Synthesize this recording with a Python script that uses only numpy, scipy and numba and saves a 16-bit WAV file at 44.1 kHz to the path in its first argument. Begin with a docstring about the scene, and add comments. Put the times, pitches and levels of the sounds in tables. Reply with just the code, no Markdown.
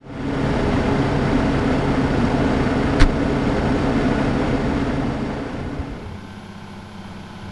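"""A field: a big six-cylinder diesel tractor runs fast and steady a few metres away. Firing drives the
exhaust roar and block clatter; the fuel pump ticks, gears whine, fan blades hum. The cab door slams once.
The sound dissolves into the tractor ploughing far off, where turbo whistle and crank speed sag as the
load comes on. Puffs of wind rumble on the microphone."""
import sys
import numpy as np
from scipy import signal
from scipy.fft import rfft, irfft, next_fast_len
from scipy.io import wavfile
from scipy.ndimage import uniform_filter1d, map_coordinates
from numba import njit

SR = 44100
rng = np.random.default_rng(int(sys.argv[2]) if len(sys.argv) > 2 else 0)


def wav_record(signal):
    """Record a signal, one row per channel, as 16-bit PCM in the file named by sys.argv[1]."""
    frames = np.transpose(np.atleast_2d(signal))
    bounded = np.clip(frames, -1, 1)
    # unit amplitude maps onto the largest positive 16-bit level
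    quanta = np.round(bounded * 32767).astype(np.int16)
    wavfile.write(sys.argv[1], SR, quanta)


N = 331191
TIME = np.arange(N) / SR
BAND_TOP_HZ = 10250


def near_tractor():
    """Exhaust, block, pump and gears follow the crank; the fan turns at its own speed."""
    # engine tones: crank_multiple, level_db
    engine_orders = [(1, -13), (2, -15.5), (2.5, -16), (3.5, -23.5), (8.5, -26), (16, -15.5)]
    # gear mesh tones: crank_multiple, level_db
    gear_orders = [(44, -19), (48, -12), (49.5, -21), (56, -19.5), (147, -28.5), (153, -34), (155, -33.5)]
    # fan tones: blade_rate_multiple, level_db
    fan_orders = [(1, -8), (2, -8.5), (3, -19), (5, -23.5)]
    # exhaust, block and pump spectra: freq_hz, level_db
    exhaust_spectrum = [(12, -29), (25, -8), (60, -6), (110, -1.5), (170, -5.5), (250, 2.5), (295, -1.5),
                        (340, -8), (410, -6), (560, -10.5), (680, -10), (880, -15), (1100, -28.5),
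                        (2500, -52)]
    block_spectrum = [(400, -34), (1000, 0.5), (1500, -1.5), (2000, -5.5), (2400, -8.5), (3300, -12.5),
                      (4300, -18), (5000, -20.5), (6000, -25), (7200, -28.5), (10200, -35)]
    pump_spectrum = [(2500, -18), (4300, -7.5), (5000, -2), (6000, -14.5), (7700, -16), (10200, -18.5)]
    # their resonances: centre_hz, width_hz, lift_db
    exhaust_rings = [(283.6, 25, 3), (408, 22, 3.5), (520, 29, 2.5), (649, 30, 3), (885, 67, 5)]
    block_rings = [(1330, 38, 2.5), (2090, 83, 3.6), (3380, 35, 0.75)]
    pump_rings = [(4530, 140, 6), (4680, 160, 11), (5200, 120, 5), (5480, 290, 13.3), (6710, 250, 13),
                  (7060, 100, 6)]
    crank = turns(hz=30.425, wander=0.000788)
    # six cylinders overlap into a dense churn, with a slight lope once a turn
    lope_db = 0.37 * np.sin(2 * np.pi * crank)
    firing_db = 0.27 * np.sin(2 * np.pi * 3 * crank)
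    churn = undb(lope_db + firing_db + 0.5 * walk(160))
    exhaust = undb(0.5) * colour(rattle(crank, repeat=0.12) * churn, exhaust_spectrum, exhaust_rings)
    hum = tones(crank, engine_orders, flutter_db=1.5)
    fan = tones(turns(hz=138.35, wander=0.0029), fan_orders, flutter_db=1.63)
    fan *= undb(-0.8 + 1.13 * walk(55))  # turbulent air roughens the blade tone
    block_gain = undb(0.5 * walk(20))
    block = block_gain * colour(rattle(crank, repeat=0.18) * churn, block_spectrum, block_rings)
    # four pump ticks a turn, swelling and sinking once per two turns
    ticks = strokes(4 * crank, decay_periods=0.44, scatter_db=1) * undb(2 * np.sin(np.pi * crank))
    pump = undb(-20) * colour(rattle(crank, repeat=0.35) * ticks, pump_spectrum, pump_rings)
    gears = tones(crank, gear_orders, flutter_db=2.5)
    return undb(-20) * (exhaust + hum + fan + undb(-10.5) * (block + pump + gears))


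def cab_door():
    """The latch rattles home; the door thumps the cab air and its panels ring briefly."""
    # latch and frame contacts: start_s, level_db, decay_s
    contacts = [(2.999, -16.5, 0.0089), (3.007, -21, 0.0077), (3.0145, -20.5, 0.016), (3.025, -25, 0.0088)]
    # latch spectrum: freq_hz, level_db
    latch_spectrum = [(200, -3), (700, -7), (1400, 4.5), (2100, 1.5), (2800, -8.5), (4000, -5),
                      (6000, -15.5), (7700, -20), (9200, -19.5), (10200, -27.5)]
    # door meets its seal, then shuts home: start_s, push_gain
    blows = [(3.0024, -0.28), (3.0177, 0.89)]
    # cab air and door panel modes: pitch_hz, level_db, t60_s
    modes = [(28, -1.5, 0.28), (48, -13, .15), (80, -8, 0.11), (283, -8, 0.11)]
    envelope = sum(undb(db) * (TIME >= start_s) * np.exp(-np.abs(TIME - start_s) / decay_s)
                   for start_s, db, decay_s in contacts)
    slam = envelope * colour(noise() * undb(2 * walk(1500)), latch_spectrum)
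    for start_s, push in blows:
        age_s = np.maximum(TIME - start_s, 0)
        for hz, db, t60_s in modes:
            slam += push * undb(db - 60 * age_s / t60_s) * np.sin(2 * np.pi * hz * age_s)
    return slam


def far_tractor():
    """The plough bites: the turbo slows first, then the crank sags and the clatter rises."""
    # firing drone: crank_multiple, level_db
    drone_orders = [(3, -7), (5, -17), (6, -8), (11, -17.5), (24, -25), (27, -25), (32, -26), (33, -23),
                    (48, -27.5)]
    # gear mesh tones: crank_multiple, level_db
    gear_orders = [(47, -24), (69, -29), (99, -30.5), (131, -36)]
    # steady driveline whines: pitch_hz, level_db
    driveline = [(4578, -38), (6099, -40)]
    # clatter and hiss spectra: freq_hz, level_db
    clatter_spectrum = [(20, -3), (80, -6.5), (130, -5), (180, 3.5), (240, -6), (400, -9.5), (520, -14),
                        (870, -10), (1200, -18), (1530, -17), (1800, -21.5), (3200, -21.5), (5700, -31.5),
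                        (8500, -45)]
    hiss_spectrum = [(2000, -19), (5000, 2.5), (9000, -11), (11500, -7.5), (12800, -25), (15000, -28)]
    # clatter resonances: centre_hz, width_hz, lift_db
    clatter_rings = [(845, 72, 2.4), (1020, 79, 3), (1470, 230, 6.7), (2240, 280, 3.4), (3120, 190, 2.2),
                     (4260, 140, 2.8), (6960, 150, 4)]
    load_start_s, load_rise_s, turbo_lead_s = 6.62, 0.5, 0.33
    crank_hz, sag_hz, load_lift_db = 32.7, 1.0, 1.5
    load = ramp(load_start_s, load_rise_s)
    crank = turns(crank_hz - sag_hz * load, wander=0.00203)
    drone = tones(crank, drone_orders, flutter_db=1.5)
    fan = tones(turns(hz=210.5, wander=0.0014), [(1, -8.5)], flutter_db=0.5)
    throb = undb(0.8 * np.sin(2 * np.pi * crank) + 0.54 * walk(7.4))
    clatter = colour(rattle(crank, repeat=0.52) * throb, clatter_spectrum, clatter_rings)
    clatter = lowpass(undb(-2.5 + load_lift_db * load) * clatter, BAND_TOP_HZ)
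    whines = sum(undb(db + 3 * walk(8)) * np.sin(2 * np.pi * turns(hz, wander=0.0005))
                 for hz, db in driveline)
    backlash_turns = 0.002 * walk(110)  # shakes the teeth, roughening their whine
    gears = tones(crank + backlash_turns, gear_orders, flutter_db=4)
    hiss = undb(-25.5) * colour(noise(), hiss_spectrum)
    whistle = turbo(ramp(load_start_s - turbo_lead_s, load_rise_s))
    return undb(-35.5) * (drone + fan + clatter + gears + whines + hiss + whistle)


def turbo(load):
    """Thin, jittery whistle that drops as the turbo loses speed under load."""
    pitch_hz, sag_hz, jitter_hz = 10930, 230, 125
    cycles = np.cumsum(pitch_hz - sag_hz * load + jitter_hz * walk(900)) / SR
    return undb(-29.5 + 2 * walk(45)) * np.sin(2 * np.pi * cycles)


def wind():
    """Soft puffs swell and sink, rumbling on the microphone."""
    # puffs: peak_s, level_db, half_length_s
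    puffs = [(5.644, -26, 0.058), (5.797, -26, 0.022), (5.927, -28, 0.024), (6.1, -36, 0.082),
             (7.467, -36, 0.044)]
    # rumble spectrum: freq_hz, level_db
    spectrum = [(10, -29), (25, -3), (90, 7), (160, -6), (400, -44), (2000, -88)]
    pressure = sum(undb(db) * np.exp(-((TIME - peak_s) / half_s) ** 2) for peak_s, db, half_s in puffs)
    return pressure * colour(noise(), spectrum)


def turns(hz, wander):
    """Turns made by a shaft whose speed hunts a little."""
    return np.cumsum(hz * (1 + wander * walk(6))) / SR


def tones(shaft, orders, flutter_db):
    """Tones locked to a shaft, each fluttering in the moving air."""
    return np.sqrt(2) * sum(
        undb(db + flutter_db * walk(14)) * np.sin(2 * np.pi * (multiple * shaft + rng.random()))
        for multiple, db in orders)


def rattle(crank, repeat):
    """Impact noise; the share `repeat` of its power recurs each four-stroke cycle (two turns)."""
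    cycle = rng.standard_normal(2880)
    recurring = map_coordinates(cycle, [crank / 2 % 1 * len(cycle)], order=3, mode="grid-wrap")
    return np.sqrt(repeat) * recurring + np.sqrt(1 - repeat) * noise()


def strokes(phase, decay_periods, scatter_db):
    """A burst of random strength on each wrap of the phase."""
    strength = undb(scatter_db * rng.standard_normal(int(phase[-1]) + 1))
    return unit(strength[phase.astype(int)] * np.exp(-(phase % 1) / decay_periods))


def colour(x, spectrum, rings=()):
    """Filter x by a spectrum with resonances on top; rms 1."""
    size = next_fast_len(N)
    hz, db = np.transpose(spectrum)
    bins_hz = np.maximum(np.arange(size // 2 + 1) * SR / size, 1)
    gain_db = np.interp(np.log(bins_hz), np.log(hz), db)
    for centre_hz, width_hz, lift_db in rings:
        gain_db += lift_db * np.exp(-2 * ((bins_hz - centre_hz) / width_hz) ** 2)
    return unit(irfft(rfft(x, size) * undb(gain_db), size)[:N])


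def walk(rate_hz):
    """Smooth random drift, rms 1."""
    hold = max(int(SR / rate_hz), 2)
    steps = np.repeat(rng.standard_normal(N // hold + 1), hold)
    return unit(uniform_filter1d(uniform_filter1d(steps, hold), hold)[:N])


def lowpass(x, hz):
    """Steep low-pass."""
    return signal.sosfilt(signal.ellip(10, 0.2, 70, hz, fs=SR, output="sos"), x)


def ramp(start_s, length_s):
    """Linear rise from 0 to 1."""
    return np.clip((TIME - start_s) / length_s, 0, 1)


def noise():
    """White noise."""
    return rng.standard_normal(N)


def undb(db):
    """Decibels to gain."""
    return 10 ** (np.asarray(db) / 20)


def unit(x):
    """Scale to rms 1."""
    return x / np.sqrt(np.mean(x ** 2))


@njit
def follow(x, attack_s, release_s):
    """Envelope follower."""
    envelope, level = np.empty(len(x)), 0.
    for i in range(len(x)):
        level += (x[i] - level) / (SR * (attack_s if x[i] > level else release_s))
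        envelope[i] = level
    return envelope


def scene():
    """The near tractor fades in, its door slams, then it dissolves into the far tractor and wind."""
    fade_in = ramp(start_s=0, length_s=0.5) ** 1.16
    dissolve = ramp(start_s=4.25, length_s=2.11)
    near = lowpass(near_tractor() + cab_door(), BAND_TOP_HZ) * fade_in
    return (near * (1 - dissolve) + far_tractor() * dissolve ** 1.66 + wind())[None]


def record(dry):
    """Automatic gain ducks just after an overload and creeps back; peaks clip; the top is cut."""
    threshold, lag_s = 0.5, 0.02
    overload = np.maximum(np.abs(dry[0]) - threshold, 0)
    held = follow(overload, attack_s=0.0035, release_s=0.28)
    duck_db = -9 * np.interp(TIME - lag_s, TIME, held)
    return lowpass(np.clip(dry * undb(duck_db), -1, 1), hz=15300)


dry = scene()
out = record(dry)
wav_record(out)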